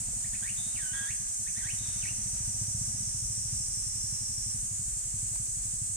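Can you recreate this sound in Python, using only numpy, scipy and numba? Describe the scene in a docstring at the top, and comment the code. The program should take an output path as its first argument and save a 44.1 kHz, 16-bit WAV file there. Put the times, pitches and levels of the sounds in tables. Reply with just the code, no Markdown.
"""A hilltop shelter in summer. From the start, cicadas click their drum-like plates into a whine, a
one-cylinder engine thumps unevenly at idle, and light air rumbles and rustles the leaves. Someone shifts
with a soft knock, then a bird whistles two phrases of gliding notes; in the second, the engine grows
louder. All this time one near cicada slides down in pitch. At 4.5 seconds it jumps up and the engine
eases back. A few more soft knocks come near the end."""
import sys
import numpy as np
from scipy import signal
from scipy.fft import rfft, irfft, next_fast_len
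from scipy.io import wavfile
from scipy.ndimage import uniform_filter1d
from numba import njit

SR = 44100
rng = np.random.default_rng(int(sys.argv[2]) if len(sys.argv) > 2 else 0)


def dump_mix(stems):
    """Bounce the given channels to the path in sys.argv[1] as a 16-bit WAV at rate SR."""
    frames = np.atleast_2d(stems).T  # one column per channel
    limited = np.clip(frames, -1, 1)  # hard clip at full scale
    pcm = np.round(limited * 32767).astype(np.int16)
    wavfile.write(sys.argv[1], SR, pcm)


N = 262822
TIME = np.arange(N) / SR


def undb(db):
    """Turn decibels into a number to multiply by."""
    return 10 ** (np.asarray(db) / 20)


def unit(x):
    """Scale a signal so its average strength (rms) is one."""
    return x / np.sqrt(np.mean(x ** 2))


def curve(rows):
    """Join (seconds, value) points with straight lines."""
    return np.interp(TIME, *np.transpose(rows))


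def onset(start_s, rise_s):
    """Zero until the start, then settling at one."""
    return 1 - np.exp(-np.maximum(TIME - start_s, 0) / rise_s)


def wander(rate):
    """A smooth random wobble of size one, taking about `rate` new values a second."""
    hold = max(int(SR / rate), 2)
    steps = np.repeat(rng.standard_normal(N // hold + 1), hold)
    return unit(uniform_filter1d(uniform_filter1d(steps, hold), hold)[:N])


def colour(x, points):
    """Make some pitches louder and others softer, following (Hz, dB) points."""
    hz, db = np.transpose(points)
    size = next_fast_len(N, True)
    bin_hz = np.maximum(np.fft.rfftfreq(size, 1 / SR), 1)
    gain = undb(np.interp(np.log(bin_hz), np.log(hz), db))
    return irfft(rfft(x, size) * gain, size)[..., :N]


@njit
def moving_bandpass(x, tuning, damping):
    """A filter that lets through one band of pitches, which may move."""
    out, band_state, low_state = np.empty(len(x)), 0., 0.
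    for i in range(len(x)):
        band = (band_state + tuning[i] * (x[i] - low_state)) / (1 + tuning[i] * (tuning[i] + damping[i]))
        band_state = 2 * band - band_state
        low_state += 2 * tuning[i] * band
        out[i] = damping[i] * band
    return out


def resonate(x, hz, width_hz, passes=1):
    """Keep the sound near one pitch; each extra pass cuts the rest more sharply."""
    hz = hz * np.ones(N)
    for _ in range(passes):
        x = moving_bandpass(x, np.tan(np.pi * hz / SR), width_hz / hz)
    return x


def diffuse(likeness):
    """Noise from all round at two close microphones; a likeness of 1 makes both sides the same."""
    mid, side = rng.standard_normal((2, N))
    return (np.sqrt(1 + likeness) * mid + np.sqrt(1 - likeness) * side * np.array([[1], [-1]])) / np.sqrt(2)


def pan(left_db):
    """Left and right gains that put the left side `left_db` above the right."""
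    return undb(np.array([[left_db], [-left_db]]) / 2)


def scatter(x, fade_s):
    """Countless echoes from trunks, leaves and roof, different on each side but favouring no pitch."""
    echoes = rng.standard_normal((2, 2 * SR)) * undb(-60 * TIME[:2 * SR] / fade_s)
    even_echoes = irfft(np.exp(1j * np.angle(rfft(echoes))))[:, :SR]
    return signal.fftconvolve(x[None], even_echoes, axes=1)[:, :N]


# The tone of a wood full of cicadas. Each row: frequency in Hz, relative level in dB.
CHORUS_TONE = [(3800, -33.5), (4400, -26.5), (5200, -19.5), (6000, -11.5), (6800, -7.5), (7500, -4),
               (8300, 0), (8900, -4), (9500, -8.5), (10100, -15), (10900, -26), (12800, -26.5),
               (14500, -32), (15700, -35)]
# Far cicadas that hold their note. Each row: pitch in Hz, width of the band in Hz, level in dB.
FAR_CICADAS = [(7460, 80, -59), (8130, 90, -53.5), (8840, 145, -47.5)]


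def cicada_chorus(level_db=-34.5, flicker_db=.5, shimmer_db=3.0):
    """Many cicadas merge into one whine; a few stand out, each wavering on its own note."""
    whine = unit(colour(diffuse(likeness=-0.18), CHORUS_TONE)) * undb(level_db + flicker_db * wander(40))
    for hz, width_hz, db in FAR_CICADAS:
        wavering_hz = hz * (1 + 0.0033 * wander(3.09))
        voice = np.array([resonate(side, wavering_hz, width_hz, passes=2) for side in diffuse(-0.24)])
        whine += unit(voice) * undb(db + shimmer_db * wander(5.5))
    return whine * pan(left_db=-1.0)


# The beat of the near cicada's tymbal, its ribbed drum plate. Each row: time in seconds, clicks a second.
CLICK_RATE = [(0, 499), (1.5, 486), (2.9, 502), (4.45, 512), (4.8, 487), (5.96, 486)]


def near_cicada(first_hz=7120, lowest_hz=5578, highest_hz=7790, sink_s=1.75, leap_s=4.52, rasp=1.46):
    """Clicks ring the hollow belly, whose note sinks as it stretches and leaps when it lets go."""
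    sinking_hz = lowest_hz + (first_hz - lowest_hz) * np.exp(-TIME / sink_s)
    belly_hz = sinking_hz + (highest_hz - sinking_hz) * onset(leap_s, rise_s=.22)
    # The voice swells at first, and falters briefly at the leap.
    falter = onset(leap_s, rise_s=0.021) - onset(leap_s, rise_s=0.22)
    level_db = -41.5 - 5 * np.exp(-TIME) - 5.5 * falter
    click_hz = curve(CLICK_RATE) * (1 + .009 * wander(170) + .002 * wander(12))
    beats = np.cumsum(click_hz) / SR
    clicks = unit(sum(np.cos(2 * np.pi * harmonic * beats) for harmonic in range(10, 21)))
    ribs = unit(rng.standard_normal(N) * np.exp(-(beats % 1) / 0.32))  # the ribs buckle unevenly
    buzz = colour(clicks + rasp * ribs, [(4600, -29), (5050, 1.5), (5400, 0.5), (10000, -0.5)])
    belly = resonate(buzz, belly_hz, width_hz=760, passes=2)
    plate = resonate(buzz, hz=6600, width_hz=1100, passes=2)  # the tymbal's own ring
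    song = unit(scatter(belly, fade_s=0.15)) + undb(-4.5) * unit(scatter(plate, fade_s=0.2))
    return song * undb(level_db) * pan(left_db=-1.5)


def thump(cycles, hz, fade_s, rise_s, sizes_db):
    """One note of a pipe, rung by a soft puff each time the cycle count passes a whole number."""
    starts = np.flatnonzero(np.diff(np.floor(cycles), prepend=-1))
    puffs, age = np.zeros(N), TIME[:SR // 2]
    puffs[starts] = undb(sizes_db[:len(starts)])
    ring = np.sin(2 * np.pi * hz * age) * undb(-60 * age / fade_s) * (1 - np.exp(-age / rise_s))
    return signal.fftconvolve(puffs, ring)[:N]


# The engine's uneven speed. Each row: time in seconds, firings a second.
IDLE_SPEED = [(0.0, 12.82), (0.35, 11.51), (0.7, 12.67), (0.9, 10.96), (1.35, 10.05), (1.7, 13.09),
              (2.3, 13.52), (2.95, 16.01), (3.15, 12.83), (3.55, 13.44), (3.8, 10.44), (3.95, 11.65),
              (4.7, 12.11), (5.05, 11.33), (5.96, 12.41)]
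# The throttle opens a little, then eases back.
# Each row: start in seconds, settling time in seconds, change in dB.
THROTTLE_MOVES = [(1.55, 0.38, 5), (4.55, .3, -2.5)]
# Weak firings, and the hard ones that burn their spare fuel. Each row: time in seconds, change in dB.
ODD_FIRINGS = [(1.39, -2.5), (3.14, -2), (3.77, -1.5), (3.86, 2), (5.14, 1), (5.23, 1.5), (5.31, 2.5)]
# The notes the silencer rings at. Each row: pitch in Hz, seconds to fade by 60 dB, relative level in dB.
SILENCER_NOTES = [(45, 0.31, -27.5), (75, 0.11, -12), (103.6, 0.22, -16), (114.9, 0.04, 3.5),
                  (170.6, 0.097, -19.5), (208.3, 0.12, -23)]


def engine(rest_rate=12, uneven_db=1.05, muffle_hz=240):
    """Each firing thumps the silencer, the intake gulps in between, and the valves rattle the casing."""
    rate = curve(IDLE_SPEED)
    cycles = np.cumsum(rate) / SR
    # Firings hit harder with more speed and more throttle.
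    throttle_db = sum(db * onset(start, settle_s) for start, settle_s, db in THROTTLE_MOVES)
    force_db = -49.5 + 0.77 * (rate - rest_rate) + throttle_db
    # As the engine warms, the intake gulps harder and the valves quieten.
    intake_db = -56 + 1.5 * TIME
    valves_db = -66 - 1.6 * TIME + 1.56 * (rate - rest_rate)
    chances = rng.standard_normal((int(cycles[-1]) + 3, len(SILENCER_NOTES) + 2))  # a row per firing
    firing_chance, gulp_chance, *note_chances = chances.T
    firing_db = uneven_db * firing_chance
    for when, change_db in ODD_FIRINGS:
        firing_db[round(np.interp(when, TIME, cycles)) - 1] += change_db
    thumps = sum(thump(cycles, hz, fade_s, rise_s=0.013, sizes_db=db + firing_db + 2 * chance)
                 for (hz, fade_s, db), chance in zip(SILENCER_NOTES, note_chances))
    churn = resonate(rng.standard_normal(N), hz=142, width_hz=108)
    exhaust = (unit(thumps) + undb(-15) * unit(churn)) * undb(force_db)
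    gulp_cycles = cycles - .5 + 0.141 * wander(11)
    intake = thump(gulp_cycles, hz=42.3, fade_s=0.1, rise_s=0.033, sizes_db=4.7 * gulp_chance)
    casing = resonate(rng.standard_normal(N) * np.exp(-(cycles % 1) / .3), hz=203.5, width_hz=48)
    throb = exhaust + unit(intake) * undb(intake_db) + unit(casing) * undb(valves_db + 10)
    muffled = signal.sosfilt(signal.butter(5, muffle_hz, fs=SR, output="sos"), throb)
    taps = diffuse(likeness=0.12) * np.exp(-(cycles % 1))
    clatter = np.array([resonate(side, hz=687, width_hz=108) for side in taps])
    return muffled + unit(clatter) * undb(valves_db)


# The tone of air hitting the microphones. Each row: frequency in Hz, relative level in dB.
BREEZE_TONE = [(8, -39), (24, -3), (38, 2.5), (80, -10), (160, -16), (400, -44), (2000, -88)]


def breeze(level_db=-59, gust_db=6.0):
    """Light air buffets both microphones alike with a deep rumble."""
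    rumble = colour(rng.standard_normal(N), BREEZE_TONE)
    return unit(rumble) * undb(level_db + gust_db * wander(23))


# The tone of leaves and distant air. Each row: frequency in Hz, relative level in dB.
LEAVES_TONE = [(20, 8.5), (60, 10), (150, 13.5), (300, 4.5), (480, -6), (720, 0.5), (1100, 0), (1800, 4),
               (2700, 3), (3600, -0.5), (5000, 2.5), (15000, -39)]
# How their loudness rises and falls. Each row: time in seconds, level in dB.
LEAVES_LEVEL = [(0, -56.5), (.8, -56.5), (1.3, -59.5), (1.9, -53.5), (2.6, -58), (5.96, -60)]


def leaves(flutter_db=1.15):
    """Leaves and distant air blend into a faint, fluttering wash."""
    wash = unit(colour(diffuse(likeness=0.32), LEAVES_TONE))
    return wash * undb(curve(LEAVES_LEVEL) + flutter_db * wander(25.08)) * pan(left_db=-1)


# Soft knocks. Each row: start in seconds, pitch in Hz, seconds to fade by 60 dB, starting level in dB.
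BUMPS = [(.131, 477, 0.038, -50.5), (5.335, 480, 0.065, -58.5), (5.356, 773, 0.034, -49),
         (5.358, 1600, 0.019, -48), (5.472, 430, 0.037, -57)]


def knocks(width_share=0.8, rise_s=0.0015):
    """Shoes and clothing bump the floor and bench, making short dull bursts."""
    out = np.zeros(N)
    for start, hz, fade_s, db in BUMPS:
        age = np.maximum(TIME - start, 0)
        burst = unit(resonate(rng.standard_normal(N), hz, width_share * hz, passes=2))
        out += burst * undb(db - 60 * age / fade_s) * np.minimum(age / rise_s, 1)
    return out


# The bird's notes. Each row: start in seconds, length in seconds, first pitch in Hz, last pitch in Hz,
# bend (above zero the pitch moves late, below zero early), relative level in dB, swell in dB.
BIRD_NOTES = [ (0.237, 0.027, 1560, 2650, .5, -49, -8), (.329, 0.03, 1470, 2770, .5, -47, -3),
              (.420, 0.085, 1540, 3074, 1.74, -44, 1), (0.57, .17, 3580, 3780, -0.7, -45, -6),
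              (0.749, 0.18, 3460, 1483, -6.5, -46.5, 0), (.928, 0.19, 1630, 3070, 12, -41, -4),
              (1.462, 0.028, 1553, 2780, 0.9, -47.5, -11), (1.555, 0.05, 1547, 2135, -1.5, -47.5, 1),
              (1.589, 0.044, 2116, 1575, -0.2, -49, 2), (1.627, .090, 1513, 3210, 2.1, -44, 2),
              (1.778, 0.241, 3800, 3690, -7.5, -48, -5), (2.010, .052, 3480, 1726, -0.5, -45.5, 4),
              (2.053, .048, 1747, 2876, -1.5, -45, -1)]
# Its throat favours the middle of its range. Each row: pitch in Hz, change in dB.
THROAT_TONE = [(1450, -6.5), (1630, -4.5), (1950, -1.5), (2850, -2), (3700, -10.5)]
# Echoes from the roof, then the trees.
# Each row: fade time in seconds, relative level in dB, left minus right in dB.
BIRD_ECHOES = [(.2, 1, -2), (.65, -6.5, -1.5)]


def bird(gain_db=-3, hoarse_hz=3450, flutter_hz=271, flutter_depth=0.26, rise_s=0.0073, fall_s=0.0027):
    """Raspy gliding whistles, reedy when low and hoarse when high, smeared by roof and trees."""
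    song, tremble = np.zeros(N), wander(700)
    for start, length, from_hz, to_hz, bend, db, swell_db in BIRD_NOTES:
        playing = (TIME >= start) & (TIME < start + length)
        age = TIME[playing] - start
        hz = from_hz + (to_hz - from_hz) * np.expm1(bend * age / length) / np.expm1(bend)
        fade = np.minimum(np.minimum(age / rise_s, (length - age) / fall_s), 1)
        throat_db = np.interp(hz, *np.transpose(THROAT_TONE))
        loudness = fade * undb(db + swell_db * (age / length - .5) + throat_db)
        hoarseness = .011 + .012 * np.clip((hz - hoarse_hz) / 100, 0, 1)
        # A fast flutter of the voice box shakes loudness and pitch together.
        flutter = flutter_depth * np.cos(2 * np.pi * flutter_hz * age)
        shaken_hz = hz * (1 + hoarseness * tremble[playing]) + flutter_hz * flutter / 2
        phase = 2 * np.pi * np.cumsum(shaken_hz) / SR
        octave_db = -5.5 - np.clip(.04 * (hz - 1650), 0, 12)  # the throat damps it as the note climbs
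        whistle = np.sin(phase) + undb(octave_db) * np.sin(2 * phase)
        song[playing] += np.sqrt(2) * loudness * (1 + flutter) * whistle
    song *= 1 + .22 * wander(2200)  # the rasp
    direct = undb(-1) * song * pan(left_db=-9)
    echoes = sum(undb(db) * scatter(song, fade_s) * pan(left_db) for fade_s, db, left_db in BIRD_ECHOES)
    return undb(gain_db) * (direct + echoes)


def scene():
    """Everything around the shelter, added together."""
    return cicada_chorus() + near_cicada() + engine() + breeze() + leaves() + knocks() + bird()


def record(dry):
    """The microphones lose the deepest bass (below 15 Hz) and the highest treble (above 15500 Hz)."""
    lean = signal.sosfilt(signal.butter(1, 15, "high", fs=SR, output="sos"), dry)
    return signal.sosfilt(signal.ellip(10, .1, 80, 15500, fs=SR, output="sos"), lean)


dry = scene()
out = record(dry)
dump_mix(out)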